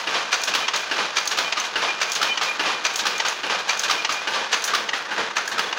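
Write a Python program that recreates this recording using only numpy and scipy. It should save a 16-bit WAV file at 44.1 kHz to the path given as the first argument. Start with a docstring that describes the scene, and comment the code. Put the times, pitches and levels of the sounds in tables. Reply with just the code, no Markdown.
"""A shuttle loom clatters in an open shed, heard from one end of its sley, the beam that packs the cloth.
Every 0.84 s sticks throw the shuttle across and back. It slams into a box at each side, the sley knocks,
and levers and loose steel parts clank and clink. The blows shake the heddles, the wires that lift the
threads, into a jingle. A dry joint squeaks, gears rattle and the belt drive rumbles under the roof.
Near the end the microphone sinks toward the floor, where the iron frame blocks a little of the treble."""
import sys
import numpy as np
from scipy import signal
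from scipy.fft import rfft, irfft
from scipy.io import wavfile
from scipy.ndimage import uniform_filter1d, minimum_filter1d

SR = 44100
rng = np.random.default_rng(int(sys.argv[2]) if len(sys.argv) > 2 else 0)


def store_wav(level_fs):
    """Save 16-bit WAV to argv[1]."""
    pcm = np.round(np.clip(np.atleast_2d(level_fs), -1, 1) * 32767)
    wavfile.write(sys.argv[1], SR, pcm.T.astype(np.int16))


N = 254898
TIME = np.arange(N) / SR

# Levels in the tables are relative: each sound gets its overall loudness later.
# The shuttle slams into the near box: t/s, level/dB, clank f/Hz, clank level/dB
SLAMS = [(0.326, 0, 1457, -13), (1.167, -.5, 2360, -13.5), (2.0135, -2, 2345, -15),
         (2.849, -2, 1277, -15.5), (3.690, -2, 2370, -10.5), (4.527, 1, 2900, -15), (5.366, -3, 1680, -33)]
# The near throwing stick hits its buffer: t/s, level/dB, clank f/Hz, clank level/dB
THROWS = [(0.549, -4, 2700, -14), (1.384, -4.5, 1214, -19), (2.226, -4.5, 1296, -14),
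          (3.065, -5, 1180, -14), (3.908, -4, 1204, -11), (4.747, -4, 1190, -9), (5.591, -5.5, 1290, -15)]
# That stick drops back on its stop: t/s, level/dB, clank f/Hz, clank level/dB
STOPS = [(0.68, -1.5, 2703, -28), (1.522, -2, 2880, -17), (2.373, -4.5, 2930, -10), (3.198, -2, 2726, -27),
         (4.046, -2, 2830, -25), (4.888, -5.5, 2850, -11.5), (5.725, -8, 2880, -13)]
# The shuttle lands in the far box as the sley packs the cloth: t/s, level/dB, clank f/Hz, clank level/dB
LANDINGS = [(-0.106, -6.5, 1250, -20), (0.734, -12, 1230, -20), (1.57, -13.5, 1220, -16),
            (2.411, -10.5, 1260, -10), (3.248, -11.5, 1240, -13), (4.091, -13.5, 1237, -9.5),
            (4.931, -13.5, 1890, -11), (5.771, -16.5, 1250, -24)]
# The sley knocks on its crank and a new round begins: t/s, level/dB
KNOCKS = [(0.071, -10), (0.912, -8), (1.756, -7.5), (2.594, -7), (3.433, -12.5), (4.272, -9), (5.112, -14)]
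# The far throwing stick thuds through the frame: t/s, level/dB, boom level/dB
THUDS = [(0.138, -11, -45), (0.978, -12, -35), (1.818, -11.5, -40), (2.654, -11, -35), (3.496, -11.5, -35),
         (4.334, -12, -40), (5.177, -13.5, -30.5)]
# Small steel parts clink: t/s, level/dB, ping f/Hz, ping level/dB, heddle jingle level/dB
CLINKS = [(0.4359, -10, 5870, -19, -42), (0.7607, -12, 6400, -18, -47), (1.2745, -9.5, 6360, -13, -59),
          (1.5988, -16.5, 6220, -14, -55), (2.1176, -11, 6130, -17, -44), (2.151, -16, 6400, -22, -52),
          (2.4319, -21, 6270, -21, -48), (2.9572, -10, 6280, -19, -35.5), (3.1792, -17, 6360, -24, -58),
          (3.2829, -14, 6330, -16, -51), (3.7928, -11, 6070, -19, -40), (4.123, -14.5, 6300, -20, -49),
          (4.6399, -10, 5770, -14, -28), (5.4765, -15, 1657, -16, -40), (5.64, -29, 3400, -20, -60),
          (5.69, -32, 3400, -18, -60)]
# Loose links clack as they pull tight: t/s, level/dB
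CLACKS = [(0.475, -7.5), (1.309, -8.5), (1.646, -14), (2.154, -8), (2.988, -7), (3.588, -18), (3.832, -6.5),
          (3.88, -17), (4.675, -9), (5.513, -11)]

# Each sound's tone as heard through the microphone, which is dull above 7 kHz
# and adds a sheen at 15 kHz: f/Hz, level/dB
SLAM_TONE = [(59, -95), (100, -46), (398, -6), (930, -4), (1280, 2.5), (1910, -0.5), (2370, 4), (4110, -2),
             (4770, 1.5), (5300, -7.5), (6150, 1.5), (7940, -19.5), (13200, -37), (15000, -33),
             (16000, -29)]
THROW_TONE = [(59, -46), (100, -32), (202, -16), (583, -8), (1030, -3), (1230, 2), (1910, -3.5),
              (2690, 0.5), (4770, -2), (6290, -6), (8110, -21), (11200, -24.5), (12900, -36), (15000, -20),
              (16000, -26)]
STOP_TONE = [(100, -35), (340, -12), (600, -9), (900, 4), (1300, -1.5), (1650, -2), (2100, 2.5), (2900, 3),
             (4000, -0.5), (6400, -2), (7800, -20), (11000, -37), (16000, -46)]
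LANDING_TONE = [(59, -71), (100, -23), (315, -12), (608, -3.5), (1310, -1.5), (1650, -3.5), (1910, -4.5),
                (2470, -1), (4670, -4.5), (6700, -11.5), (8460, -27.5), (10500, -34), (12900, -46),
                (15000, -30), (16000, -41)]
KNOCK_TONE = [(59, -54), (100, -25), (373, -4.5), (595, -7.5), (891, 3), (1030, -3.5), (1610, 3),
              (1910, -5.5), (2930, -7), (3250, -5.5), (5420, -8), (8280, -29), (9820, -34.5), (11900, -44),
              (16000, -36)]
THUD_TONE = [(35, -95), (60, -62), (172, -23.5), (380, -16), (503, -7), (882, -3), (1200, -0.5),
             (1310, -4.5), (2410, -5.5), (2770, -5), (3270, -5.5), (4860, -9), (6580, -15.5), (8320, -32),
             (16000, -49.5)]
CLINK_TONE = [(300, -30), (2000, -8), (4500, 3), (5600, 2.5), (6700, 1.5), (7600, -6), (9500, -16.5),
              (11200, -12.5), (13300, -28), (15200, -11), (16000, -20)]
CLACK_TONE = [(59, -57), (100, -25), (424, -10.5), (1330, -4), (1610, 3.5), (2000, -8), (2470, -2),
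              (3780, 2), (4200, -1.5), (6420, -4), (9210, -25), (11400, -22), (13500, -40), (15000, -21),
              (16000, -56)]
WIRE_TONE = [(3000, -22), (6400, 12), (8000, -4), (10000, -4), (11300, -10.5), (13200, -12), (15200, 3),
             (16000, -12)]
RATTLE_TONE = [(290, -28.5), (500, -4.5), (946, 1), (1600, -1.5), (2130, -2.5), (2360, -5.5), (2610, -2),
               (2980, -3.5), (3200, -2), (6510, -11), (8580, -30.5), (10700, -33), (13400, -46),
               (15100, -41), (16000, -49)]
RUMBLE_TONE = [(12, -57), (20, -36), (43, -52), (70, -25), (114, -12.5), (204, -2.5), (270, -6), (313, 0),
               (410, 1.5), (448, 5.5), (700, -10), (910, -3.5), (1540, -120)]

# The pitches at which each part rings (a negative boost is a dip): f/Hz, width/Hz, boost/dB
SLAM_PEAKS = [(1320, 120, 5.5), (1570, 100, -11), (2550, 60, 0)]
THROW_PEAKS = [(1220, 68, 1.8), (2920, 74, 3.7)]
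STOP_PEAKS = [(880, 60, 4), (1930, 170, 4.7), (2930, 370, 3.9)]
LANDING_PEAKS = [(1240, 80, 4.9), (1870, 650, 1.7)]
KNOCK_PEAKS = [(890, 83, 2.8), (1550, 62, 3), (2432, 27, 18.2), (2800, 360, 13), (9780, 300, 15.3)]
THUD_PEAKS = [(214, 23, 5), (545, 27, 4.8), (9800, 420, 9.5)]
CLINK_PEAKS = [(6060, 850, 2.1), (6660, 360, 6.1), (10450, 300, 4)]
CLACK_PEAKS = [(1650, 140, 4.3), (2870, 130, 3.3)]
WIRE_PEAKS = [(9700, 150, 3), (10400, 160, 4), (11100, 200, 6.4)]
RATTLE_PEAKS = [(1193, 120, 4.4), (1553, 150, 5.3), (2440, 90, 8.9)]

# The dry joint rubs four times a round: t/s into the round, low note level/dB, high level/dB, length/s
RUBS = [(0.14, -30.5, -39, 0.092), (0.343, -29.5, -48, 0.032), (0.562, -27, -34.5, 0.058),
        (0.748, -33, -54, 0.042)]
# How strongly the joint squeaks: t/s, level/dB
DRYNESS = [(0, -8), (0.45, -2), (0.7, -7), (1.2, -9.5), (1.48, -3.5), (1.7, -5), (2.1, 2.5), (2.75, -2),
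           (3.15, -8.5), (3.55, -11), (4.0, -0.5), (4.3, -6), (4.55, -20), (5.78, -22)]
# The drive works harder on each swing of the sley: t/s into the round, level/dB, hold/s
SWINGS = [(0.0, -37, .14), (0.402, -37.5, .14)]
# The microphone sinks toward the floor: t/s, share of the way down (0 to 1)
SINKING = [(4.2, 0.2), (4.7, 0.68), (5.1, 0.94), (5.78, 1)]
# How the tone changes near the floor: f/Hz, level/dB
FLOOR_TONE = [(60, 2), (130, -5), (220, 1.5), (450, 0), (950, 2.5), (1250, 0.5), (1750, 4.5), (2400, -1),
              (3400, -1), (5500, -2.5), (10000, -1), (16000, -1.5)]

ROUND_S = .84   # one trip there and back
LAUNCH_S = -.012   # a stick launches the shuttle just before it hits its buffer


def shuttle():
    """The shuttle slams into the near box and bounces once; the frame blurs its far landing."""
    slams = SLAMS + lighter_hits(SLAMS, lag_s=.0135, change_db=-5)
    near = blows(slams, SLAM_TONE, SLAM_PEAKS, level_db=-11.5,
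                 rise_s=0.0016, hold_s=0.0045, t60=0.038, tail_db=-17, tail_t60=0.64, alike=0.51)
    far = blows(LANDINGS, LANDING_TONE, LANDING_PEAKS, level_db=-10,
                rise_s=0.001, hold_s=0.011, t60=0.35, tail_db=-9.5, tail_t60=0.43, alike=0.28)
    return near + far


def throwing_sticks():
    """The near stick throws, hits its buffer and drops back; the far one thuds through the frame."""
    throws = THROWS + lighter_hits(THROWS, lag_s=LAUNCH_S, change_db=-4.5)
    near = blows(throws, THROW_TONE, THROW_PEAKS, level_db=-11.5,
                 rise_s=0.0015, hold_s=0.006, t60=0.037, tail_db=-10, tail_t60=0.44, alike=0.38)
    drop = blows(STOPS, STOP_TONE, STOP_PEAKS, level_db=-12,
                 rise_s=0.0019, hold_s=0.0041, t60=0.047, tail_db=-43, tail_t60=.15, alike=0.36)
    far = blows(THUDS, THUD_TONE, THUD_PEAKS, level_db=-10.5,
                rise_s=0.0015, hold_s=0.018, t60=0.45, tail_db=-18, tail_t60=.5, alike=0.3)
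    return near + drop + far


def sley():
    """The swinging beam knocks on its crank, much the same way every round."""
    return blows(KNOCKS, KNOCK_TONE, KNOCK_PEAKS, level_db=-12.5,
                 rise_s=0.00044, hold_s=0.0044, t60=0.16, tail_db=-7.5, tail_t60=0.49, alike=0.83)


def loose_parts():
    """Steel parts touch lightly, then clink; slack links clack, also just ahead of each slam."""
    clink_hits = CLINKS + lighter_hits(CLINKS, lag_s=-.02, change_db=-9)
    clack_hits = CLACKS + lighter_hits(SLAMS, lag_s=-.011, change_db=-12)
    clinks = blows(clink_hits, CLINK_TONE, CLINK_PEAKS, level_db=-9,
                   rise_s=0.00034, hold_s=0.0033, t60=0.014, tail_db=-11.5, tail_t60=0.28, alike=0.16)
    clacks = blows(clack_hits, CLACK_TONE, CLACK_PEAKS, level_db=-12.5,
                   rise_s=0.0027, hold_s=0.0084, t60=0.14, tail_db=-22, tail_t60=.2, alike=0.18)
    return clinks + clacks


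def lighter_hits(table, lag_s, change_db):
    """A weaker hit goes with each blow; a negative lag puts it first."""
    return [(s + lag_s, peak_db + change_db) for s, peak_db, *_ in table]


def blows(table, tone, peaks, level_db, rise_s, hold_s, t60, tail_db, tail_t60, alike, size=22050):
    """Each blow stays loud for a few milliseconds, then drops to a fading tail."""
    t, force = TIME[:size], np.zeros(N + 2 * size)
    repeated = rng.standard_normal(size)   # the same in every blow; alike is its share of the power
    chatter = np.pad(contacts(per_s=12000, spread_db=1.84), size, "wrap")
    attack = 1 - np.exp(-t / rise_s)
    held_burst = from_db(-60 * np.maximum(t - hold_s, 0) / t60)   # t60: seconds to fade by 60 dB
    tail = from_db(tail_db - 60 * t / tail_t60)
    shape = attack * np.hypot(held_burst, tail)
    for s, peak_db, *_ in table:
        at = size + round(s * SR)
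        noise = np.sqrt(alike) * repeated + np.sqrt(1 - alike) * chatter[at:at + size]
        force[at:at + size] += from_db(peak_db + level_db) * shape * noise
    return colour(force[size:size + N], tone, peaks)


def contacts(per_s, spread_db):
    """Tiny taps of uneven size come at random moments, with an average power of 1."""
    sizes = from_db(spread_db * np.minimum(rng.exponential(1, N), 4)) * rng.choice([-1, 1], N)
    return unit_power(sizes * (rng.random(N) < per_s / SR))


def colour(sound, tone, peaks, size=4096):
    """Give a sound the tone and ringing pitches it has when heard through the microphone."""
    hz = np.maximum(np.arange(size // 2 + 1) * SR / size, 1)
    tone_hz, tone_db = np.transpose(tone)
    level_db = np.interp(np.log(hz), np.log(tone_hz), tone_db)
    for centre, width, boost_db in peaks:
        level_db += boost_db / (1 + (2 * (hz - centre) / width) ** 2)
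    # a minimum-phase filter: nothing rings before it is struck
    cepstrum = irfft(np.log(from_db(level_db)))
    first_half = np.arange(size) < size // 2
    response = irfft(np.exp(rfft(2 * cepstrum * first_half)))
    return signal.fftconvolve(sound, response / np.linalg.norm(response))[:N]


def clanks():
    """Levers ring under the main blows, and the small steel parts ping."""
    return (struck_metal(SLAMS, lag_s=0.00306, rise_s=0.0016, t60=0.052)
            + struck_metal(THROWS, lag_s=LAUNCH_S, rise_s=0.0014, t60=0.045)
            + struck_metal(STOPS, lag_s=0.002035, rise_s=0.00099, t60=0.029)
            + struck_metal(LANDINGS, lag_s=0.00091, rise_s=0.0016, t60=0.031)
            + struck_metal(CLINKS, lag_s=0.001003, rise_s=0.00096, t60=0.032))


def struck_metal(table, lag_s, rise_s, t60, size=8192):
    """Each hit makes a metal part ring with one note that dies quickly."""
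    t, out = TIME[:size], np.zeros(N + 2 * size)
    for s, _, hz, peak_db, *_ in table:
        at = size + round((s + lag_s) * SR)
        shape = (1 - np.exp(-t / rise_s)) * from_db(peak_db - 60 * t / t60)
        out[at:at + size] += shape * np.sin(2 * np.pi * (hz * t + rng.random()))
    return out[size:size + N]


def heddles(idle_db, blocked_db):
    """Hundreds of thin wires touch at random: a fine, bright jingle that the blows stir up."""
    jingles = [(s, jingle_db) for s, *_, jingle_db in CLINKS]
    power = (from_db(idle_db) ** 2
             + shaking(SLAMS, kick_db=-42, rise_s=.005, t60=0.52)
             + shaking(THROWS, kick_db=-39, rise_s=.004, t60=0.37)
             + shaking(LANDINGS, kick_db=-27, rise_s=.03, t60=.5)
             + shaking(KNOCKS, kick_db=-35, rise_s=.012, t60=0.58)
             + shaking(THUDS, kick_db=-39, rise_s=.012, t60=0.5)
             + shaking(jingles, kick_db=4.5, rise_s=0.0022, t60=0.17))
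    stir = np.sqrt(power) * from_db(blocked_db * floor_share())
    touches = colour(stir * contacts(per_s=1600, spread_db=4.5), WIRE_TONE, WIRE_PEAKS)
    return touches + stir * ringing_wires(per_s=72, t60=0.036, level_db=-11)


def ringing_wires(per_s, t60, level_db, size=4096):
    """Single wires are plucked at random, and each rings on at one of three high pitches."""
    t, out = TIME[:size], 0
    for hz, _, _ in WIRE_PEAKS:
        ring = np.sin(2 * np.pi * hz * t) * from_db(-60 * t / t60)
        out += signal.fftconvolve(contacts(per_s, spread_db=5.5), ring)[:N]
    return from_db(level_db) * unit_power(out)


def shaking(table, kick_db, rise_s, t60, hold_s=0):
    """The power of the shaking that each push starts: it rises, holds and dies away."""
    t, power = TIME[::40], 0
    for s, peak_db, *_ in table:
        age = np.maximum(t - s, 0)
        fade_db = -60 * np.maximum(age - hold_s, 0) / t60
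        attack = 1 - np.exp(-age / rise_s)
        power += (from_db(peak_db + kick_db + fade_db) * attack) ** 2
    return np.interp(TIME, t, power)


def dry_joint(notes_hz, waver_hz, rough_db, idle_db):
    """Rubbing makes a steel joint squeak on two uneven notes; between rubs both notes linger faintly."""
    out, t = 0, TIME[::40]
    dryness_db = np.interp(TIME, *np.transpose(DRYNESS))
    for k, hz in enumerate(notes_hz):
        swell = sum(from_db(note_db[k]) * np.exp(-(2 * (t - s) / length) ** 2)
                    for lag_s, *note_db, length in RUBS for s in each_round(lag_s))
        pitch = hz + waver_hz * drift(43)
        level = np.interp(TIME, t, swell) + from_db(idle_db[k])
        level *= from_db(dryness_db + rough_db * drift(29))
        out += level * np.sin(2 * np.pi * np.cumsum(pitch) / SR)
    return np.sqrt(2) * out


def gears(load, idle_db, blocked_db):
    """Pins and gear teeth rattle in clumps, louder with the swings and blows."""
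    power = (from_db(idle_db) ** 2 + from_db(14) ** 2 * load
             + shaking(SLAMS, kick_db=-20.5, rise_s=0.0029, t60=0.62)
             + shaking(THROWS, kick_db=-23.5, rise_s=0.011, t60=1.0)
             + shaking(LANDINGS, kick_db=-5.5, rise_s=0.028, t60=0.51))
    clumps_db = 1.63 * drift(60)
    level = np.sqrt(power) * from_db(clumps_db - 5 + blocked_db * floor_share())
    return colour(level * contacts(per_s=4500, spread_db=2.5), RATTLE_TONE, RATTLE_PEAKS)


def belt_drive(load, idle_db):
    """The drive rumbles all the time, swells with the swings and blows, and is louder near the floor."""
    booms = [(s, boom_db) for s, _, boom_db in THUDS]
    power = (from_db(idle_db) ** 2 + load
             + shaking(booms, kick_db=3, rise_s=0.0057, t60=0.36)
             + shaking(SLAMS, kick_db=-43, rise_s=.004, t60=0.49)
             + shaking(LANDINGS, kick_db=-36, rise_s=0.02, t60=0.97))
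    level = np.sqrt(power) * from_db(-4 + 2.5 * floor_share())
    return colour(level * rng.standard_normal(N), RUMBLE_TONE, [])


def swing_load():
    """The power of the shaking as the drive pushes the sley, twice a round."""
    load = 0
    for lag_s, level_db, hold_s in SWINGS:
        pushes = [(s, level_db) for s in each_round(lag_s)]
        load += shaking(pushes, kick_db=-0.5, rise_s=0.0055, t60=0.39, hold_s=hold_s)
    return load


def shed(sound, t60, echo_db, first_echo_s, cutoff_hz):
    """The roof and floor scatter the sound into a short, dull echo."""
    t = TIME[:SR]
    tail = rng.standard_normal(SR) * from_db(-60 * t / t60) * (t > first_echo_s)
    lowpass = signal.butter(1, cutoff_hz, fs=SR, output="sos")
    tail = signal.sosfilt(lowpass, tail / np.linalg.norm(tail))
    return sound + from_db(echo_db) * signal.fftconvolve(sound, tail)[:N]


def sink_to_floor(sound, level_db):
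    """Near the floor the frame blocks some treble and the middle pitches grow."""
    share = floor_share()
    return (1 - share) * sound + share * from_db(level_db) * colour(sound, FLOOR_TONE, [])


def floor_share():
    """How far down the microphone is at each moment; 1 is at the floor."""
    return np.interp(TIME, *np.transpose(SINKING))


def each_round(lag_s):
    """The times that fall lag_s into each round, counting the one under way at the start."""
    starts = [s for s, _ in KNOCKS]
    return np.array([starts[0] - ROUND_S] + starts) + lag_s


def drift(rate, step=40):
    """A smooth random wobble of typical size 1, changing about rate times a second."""
    pole = np.exp(-2 * np.pi * rate * step / SR)
    noise = rng.standard_normal(N // step + 2002)
    slow = signal.lfilter([1], [1, -2 * pole, pole * pole], noise)[2000:]   # skip while it settles
    return np.interp(np.arange(N) / step, np.arange(len(slow)), unit_power(slow))


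def from_db(db):
    """Turn decibels into a number to multiply by."""
    return 10 ** (np.asarray(db) / 20)


def unit_power(x):
    """Scale a signal to an average power of 1."""
    return x / np.sqrt(np.mean(x ** 2) + 1e-20)


def scene():
    """The whole loom under its roof, in one channel."""
    loom = shuttle() + throwing_sticks() + sley() + loose_parts() + clanks()
    loom += heddles(idle_db=-68, blocked_db=-0.5)
    load = swing_load()
    loom += gears(load, idle_db=-26.5, blocked_db=-2.5) + belt_drive(load, idle_db=-43.5)
    loom += dry_joint(notes_hz=(2417, 3050), waver_hz=7.2, rough_db=4, idle_db=(-44, -56))
    in_shed = shed(loom, t60=0.5, echo_db=-13.5, first_echo_s=0.0118, cutoff_hz=4830)
    return sink_to_floor(in_shed, level_db=-1.24)[None]


def record(dry):
    """A fast limiter turns down the hardest peaks, and the treble above 16 kHz is cut away."""
    ceiling, window_samples = .5, 66
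    gain = (1 + (np.abs(dry) / ceiling) ** 6) ** (-1 / 6)
    gain = uniform_filter1d(minimum_filter1d(gain, window_samples), window_samples)
    lowpass = signal.ellip(10, .2, 80, 16000, fs=SR, output="sos")
    return signal.sosfilt(lowpass, dry * gain)


dry = scene()
out = record(dry)
store_wav(out)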